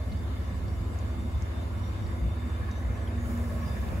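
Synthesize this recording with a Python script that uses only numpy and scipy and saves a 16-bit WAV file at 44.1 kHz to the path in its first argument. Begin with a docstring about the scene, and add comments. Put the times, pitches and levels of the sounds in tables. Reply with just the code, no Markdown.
"""A trolley bus rolls slowly closer along a yard road, between parked rail cars and a shed wall.
From the start its machinery throbs in three low tones, the tyres rush and thud, and the collector
shoes tick and sing thinly on the wires. The drive tone sinks as the bus slows. After two seconds
the drive's whirr opens up; just past three, compressed air spurts and settles to a hiss.
Last comes a hollow boom from the body, now close by."""
import sys
import numpy as np
from scipy import signal
from scipy.fft import rfft, irfft, next_fast_len
from scipy.io import wavfile
from scipy.ndimage import uniform_filter1d, map_coordinates

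SR = 44100
rng = np.random.default_rng(int(sys.argv[2]) if len(sys.argv) > 2 else 0)


def master_out(mix):
    """Clip the mix to full scale and print it as 16-bit PCM to the path in sys.argv[1]."""
    frames = np.transpose(np.atleast_2d(mix))
    ceiling = np.clip(frames, -1, 1)
    pcm = np.round(ceiling * 32767).astype(np.int16)
    wavfile.write(sys.argv[1], SR, pcm)


N = 176400

# Noise colours, each (frequency [Hz], relative level [dB])
YARD_COLOUR = [(120, -16.5), (250, -9), (345, -7.5), (440, -17), (520, -11.5), (680, -13.5), (820, -14.5),
               (1100, -12), (1550, -21), (2150, -22), (2500, -26), (2900, -25.5), (3300, -29), (4300, -29),
               (5500, -34.5), (8000, -45)]  # distant outdoor wash
FIZZ_COLOUR = [(4000, -34), (5800, -6), (7000, 4.5), (8500, 1), (11500, 2.5), (15500, -6.5)]  # high hiss over the yard
AIR_COLOUR = [(2500, -16), (5000, -4.5), (7200, -2.5), (11000, -1.5), (15500, -4.5)]  # escaping compressed air
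TYRE_COLOUR = [(100, -15), (190, 1.5), (300, -14), (400, -9.5), (640, -5.5), (820, -15.5), (1150, -16),
               (1500, -14.5), (2300, -23), (3300, -32), (6000, -64), (15000, -88)]  # tyres on the road
RUMBLE_COLOUR = [(18, -38), (30, -20), (45, -10.5), (68, -4), (95, -5), (118, -10), (160, -16.5),
                 (230, -12), (290, -24), (500, -26.5)]  # the rolling body
BOOM_COLOUR = [(70, -6.5), (120, 4), (165, -1.5), (215, -4), (270, -18), (400, -25)]  # hollow boom of the body up close
KNOCK_COLOUR = [(25, -11), (45, -1), (90, -3), (150, -1.5), (200, -11), (260, -30)]  # dull knock inside a thud

# Stereo images, each (frequency [Hz], left-right correlation [-1 to 1])
YARD_IMAGE = [(60, 0.71), (140, 0.9), (260, 0.86), (500, 0.27), (1000, -0.086), (2000, 0.029),
              (4000, -0.26)]  # centred lows, wide highs
HISS_IMAGE = [(4000, -.2), (6000, -.37), (7000, -.88), (15000, -.88)]  # very wide, largely out of phase
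TYRE_IMAGE = [(200, 0.97), (600, 0.7), (1000, 0.11), (1700, 0.5), (3000, 1), (6000, 0.16)]

# Shoes snapping on the wire (time [s], level [dB], centre [Hz], width [octaves], crack length [s])
SHOE_TICKS = [(0.119, -47.5, 4170, .15, 0.0013), (.175, -54, 4940, .12, 0.0012),
              (.404, -57, 3500, .42, .0015), (.682, -53, 4200, .4, .0015),
              (.988, -47.5, 6000, 0.27, 0.0012), (1.079, -58, 6960, .23, .0015),
              (1.422, -50.5, 5800, 0.29, 0.0017), (1.795, -58, 4000, .3, 0.0013),
              (2.062, -49, 4580, 0.14, 0.00097), (2.713, -47.5, 4650, 0.41, 0.0012),
              (3.073, -54, 3170, 0.064, .008), (3.376, -52.5, 7000, 0.15, .0015),
              (3.886, -53, 3230, 0.36, 0.0037)]
# Singing modes of wire and shoe (frequency [Hz], level [dB])
WIRE_MODES = [(2947, -74), (3560, -70.5), (3594, -69.5), (3731, -73.5), (4651, -76), (4915, -77.5),
              (5647, -78), (6115, -78), (6708, -79), (7849, -76)]
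# Chirps where one mode swells (time [s], frequency [Hz], level [dB])
WIRE_CHIRPS = [(.69, 5647, -67), (.96, 4915, -69), (1.36, 3594, -63), (1.6, 3594, -58), (1.85, 3594, -62),
               (1.87, 3731, -69), (1.87, 5647, -66), (2.09, 5647, -70), (2.12, 3594, -65), (2.3, 3594, -60),
               (2.5, 3594, -66), (2.75, 3731, -61), (2.77, 6115, -67), (3.22, 6708, -65), (3.45, 5647, -71),
               (3.64, 5647, -68), (3.7, 4915, -61.5), (3.75, 3594, -62)]
# Whirring resonances of the drive (frequency [Hz], width [Hz], level when near [dB])
WHIRR_BANDS = [(1098, 62, -57.5), (1248, 38, -66), (1701, 65, -59.5), (1799, 91, -63), (2336, 51, -70.5),
               (2240, 82, -80)]
# Tone of the drive motor (time [s], pitch [Hz], level [dB])
DRIVE_CURVE = [(0, 259, -50.5), (0.8, 254, -51), (1.4, 251, -51.5), (1.95, 246, -53), (2.45, 243, -45),
               (2.8, 241, -51.5), (3.0, 239.5, -44.5), (3.38, 236.7, -37), (3.62, 235, -43.5),
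               (4, 231, -49.5)]
# Low thuds (time [s], peak level [dB], half-width [s])
WHEEL_THUDS = [(0.617, -38, 0.0091), (0.813, -29, 0.019), (2.252, -27.5, 0.029), (2.635, -37, 0.015),
               (2.883, -32, 0.032)]
# Hum of the machinery (starting pitch [Hz], level [dB])
HUM_TONES = [(63.6, -36.5), (76.3, -35.5), (97.5, -37), (334.8, -54.5), (411, -70), (1005, -65),
             (2110, -67), (2148, -66.5)]


def amp(db):
    """Decibels to gain."""
    return 10 ** (np.asarray(db) / 20)


def unit(x):
    """Scale to rms 1."""
    return x / np.sqrt(np.mean(x ** 2) + 1e-20)


def clock():
    """Seconds at each sample."""
    return np.arange(N) / SR


def along(points, hz):
    """Read a (frequency, value) curve on a log frequency axis."""
    freqs, values = np.transpose(points)
    return np.interp(np.log(hz + 1), np.log(freqs + 1), values)


def wobble(rate):
    """Smooth random modulation, rate knots a second."""
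    return map_coordinates(rng.standard_normal(2048), [clock() * rate], mode="wrap")


def swell(at_s, half_width_s):
    """A bell-shaped envelope."""
    return np.exp(-.5 * ((clock() - at_s) / half_width_s) ** 2)


def filtered(x, response):
    """Equalise x with a gain given as a function of frequency."""
    size = next_fast_len(N + SR // 4)
    return irfft(rfft(x, size) * response(np.fft.rfftfreq(size, 1 / SR)), size)[..., :N]


def rush(colour, image, patchy_db, left_lead_s=0):
    """Coloured stereo noise of rms 1, textured with patches of random gain."""
    grains = signal.stft(rng.standard_normal((2, N)), nperseg=512)[2]
    patches = uniform_filter1d(rng.standard_normal(grains.shape[1:]), size=4, axis=0)
    patches = uniform_filter1d(patches, size=14, axis=1)
    noise = signal.istft(grains * amp(patchy_db * unit(patches)), nperseg=512)[1][:, :N]
    spread = lambda hz: np.arccos(np.clip(along(image, hz), -1, 1)) / 2
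    # the colour rolls off above its last point
    eq = lambda hz: amp(along(colour, hz)) / np.maximum(1, hz / colour[-1][0]) ** 2
    mid, side = filtered(noise, lambda hz: eq(hz) * [np.cos(spread(hz)), np.sin(spread(hz))])
    # the left side is shifted in time only above 810 Hz
    left = filtered(mid + side, lambda hz: np.exp(2j * np.pi * hz * left_lead_s * (hz > 810)))
    return unit(np.array([left, mid - side]))


def hiss(colour):
    """Wide, lightly textured noise, the right side slightly ahead."""
    return rush(colour, HISS_IMAGE, patchy_db=1.8, left_lead_s=-.000227)


def tone(hz, scatter, rate):
    """A stereo tone of rms 1: the direct sound plus wandering reflections at each ear."""
    phase = 2 * np.pi * (np.cumsum(hz * np.ones(N)) / SR + rng.random())
    reflections = [wobble(rate) * np.sin(phase) + wobble(rate) * np.cos(phase) for ear in range(2)]
    return unit(np.sin(phase) + scatter * np.array(reflections))


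def yard():
    """The bed: a drifting, distant outdoor wash under a smooth high hiss."""
    wash = amp(-47 + 1.1 * wobble(4)) * rush(YARD_COLOUR, YARD_IMAGE, patchy_db=1.5)
    return wash + amp(-63.5) * hiss(FIZZ_COLOUR)


def compressed_air():
    """Compressed air starts with a spurt and settles to a thin hiss."""
    start_s, attack_s, settle_s = 3.19, 0.11, 0.061
    age = clock() - start_s
    fade_in = np.clip(age / attack_s, 0, 1)
    spurt_db = 5 * np.exp(-np.maximum(age - attack_s, 0) / settle_s)
    return fade_in * amp(-59 + spurt_db + .5 * wobble(21)) * hiss(AIR_COLOUR)


def shoe_ticks():
    """The shoes snap over the wire: a hard crack, its slap off the road and a brief ring."""
    slap_s, slap_db = 0.0054, -9.5
    ring_t60_s, ring_db = .08, -12
    out = np.zeros((2, N))
    for at_s, db, centre, octaves, length in SHOE_TICKS:
        age = clock() - at_s
        crack = lambda delay: np.abs(age - delay - length / 2) < length / 2
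        ring = (age > 0) * amp(ring_db - 60 * np.maximum(age, 0) / ring_t60_s)
        envelope = uniform_filter1d(crack(0) + amp(slap_db) * crack(slap_s) + ring, size=32)
        bandpass = lambda hz: np.exp(-.5 * (np.log2((hz + 1) / centre) / octaves) ** 2)
        band = filtered(rng.standard_normal((2, N)), bandpass)
        out += amp(db) * envelope * unit(band + .5 * band[::-1])  # crossfeed narrows the image
    return out


def wire_singing():
    """Sliding shoes stir thin metal modes in rough bursts; now and then one swells into a chirp."""
    flutter_hz, swing_db = 15, 6
    ring = lambda hz: tone(hz + flutter_hz * wobble(200), scatter=.8, rate=50)
    bursts = lambda: amp(swing_db * np.tanh(wobble(19)))
    shimmer = sum(amp(db) * unit(bursts() * ring(hz)) for hz, db in WIRE_MODES)
    chirps = sum(amp(db) * swell(at_s, half_width_s=0.045) * ring(hz) for at_s, hz, db in WIRE_CHIRPS)
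    return shimmer + chirps


def drive_whirr():
    """Narrow bands pulse with each turn of the drive and open up once the bus is close."""
    open_s, rise_s, far_db = 2.11, 0.42, -7.5
    pulse_hz, pulse_db = 14.9, 5.5
    far = 1 - np.clip((clock() - open_s) / rise_s, 0, 1)
    turn = np.sin(2 * np.pi * pulse_hz * clock() + 0.68 * wobble(2.9))
    tremolo = unit(amp(pulse_db * turn + 2.7 * wobble(11)))
    bands = sum(amp(db) * tone(hz, scatter=1.1, rate=1.9 * width) for hz, width, db in WHIRR_BANDS)
    return amp(far_db * far) * tremolo * bands


def drive_motor():
    """The motor's tone sinks with the falling road speed."""
    times, pitch_hz, level_db = np.transpose(DRIVE_CURVE)
    glide = np.interp(clock(), times, pitch_hz)
    return amp(np.interp(clock(), times, level_db)) * tone(glide, scatter=0.14, rate=9.8)


def rolling():
    """Tyre noise grows as the distance shrinks, over a steady body rumble."""
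    start_m, speed_m_per_s, offset_m = 39.8, 7.35, 8.2
    distance_m = np.hypot(start_m - speed_m_per_s * clock(), offset_m)
    approach = amp(-43 + 0.097 * wobble(6.4)) * 15 / distance_m  # level set at 15 m
    tyres = approach * rush(TYRE_COLOUR, TYRE_IMAGE, patchy_db=3, left_lead_s=0.0004)
    rumble = amp(-38) * rush(RUMBLE_COLOUR, YARD_IMAGE, patchy_db=3)
    return tyres + rumble


def body_boom():
    """The body gives one hollow boom when the bus is close."""
    return amp(-39.5) * swell(at_s=3.78, half_width_s=0.23) * rush(BOOM_COLOUR, YARD_IMAGE, patchy_db=1)


def wheel_thuds():
    """Short bumps, as of wheels over road seams: the body's lowest mode plus a dull knock."""
    bumps = sum(amp(db) * swell(at_s, half_width_s) for at_s, db, half_width_s in WHEEL_THUDS)
    body_mode = tone(hz=57, scatter=0.11, rate=11)
    knock = amp(-5.5) * rush(KNOCK_COLOUR, YARD_IMAGE, patchy_db=-0.5)
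    return bumps * (body_mode + knock)


def machinery():
    """Low tones beat into a throb, higher ones arrive more scattered; all sag as the bus draws near."""
    sag_from_s, sag_per_s = 2.2, 0.00867
    sag = 1 - sag_per_s * np.maximum(clock() - sag_from_s, 0)
    return sum(amp(db) * tone(hz * sag, scatter=.12 * hz / 100, rate=4 + hz / 100) for hz, db in HUM_TONES)


def scene():
    """The bus, panned a touch to the right, over the yard bed."""
    bus = machinery() + drive_motor() + rolling() + drive_whirr() + body_boom() + wheel_thuds()
    bus += wire_singing() + shoe_ticks() + compressed_air()
    return bus * amp([[-.3], [.3]]) + yard()


def record(dry):
    """Master EQ: trim the deepest bass and cut the very top."""
    low_cut_hz, high_cut_hz = 22, 15750
    return filtered(dry, lambda hz: (hz < high_cut_hz) * (1 - np.exp(-(hz / low_cut_hz) ** 4)))


dry = scene()
out = record(dry)
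master_out(out)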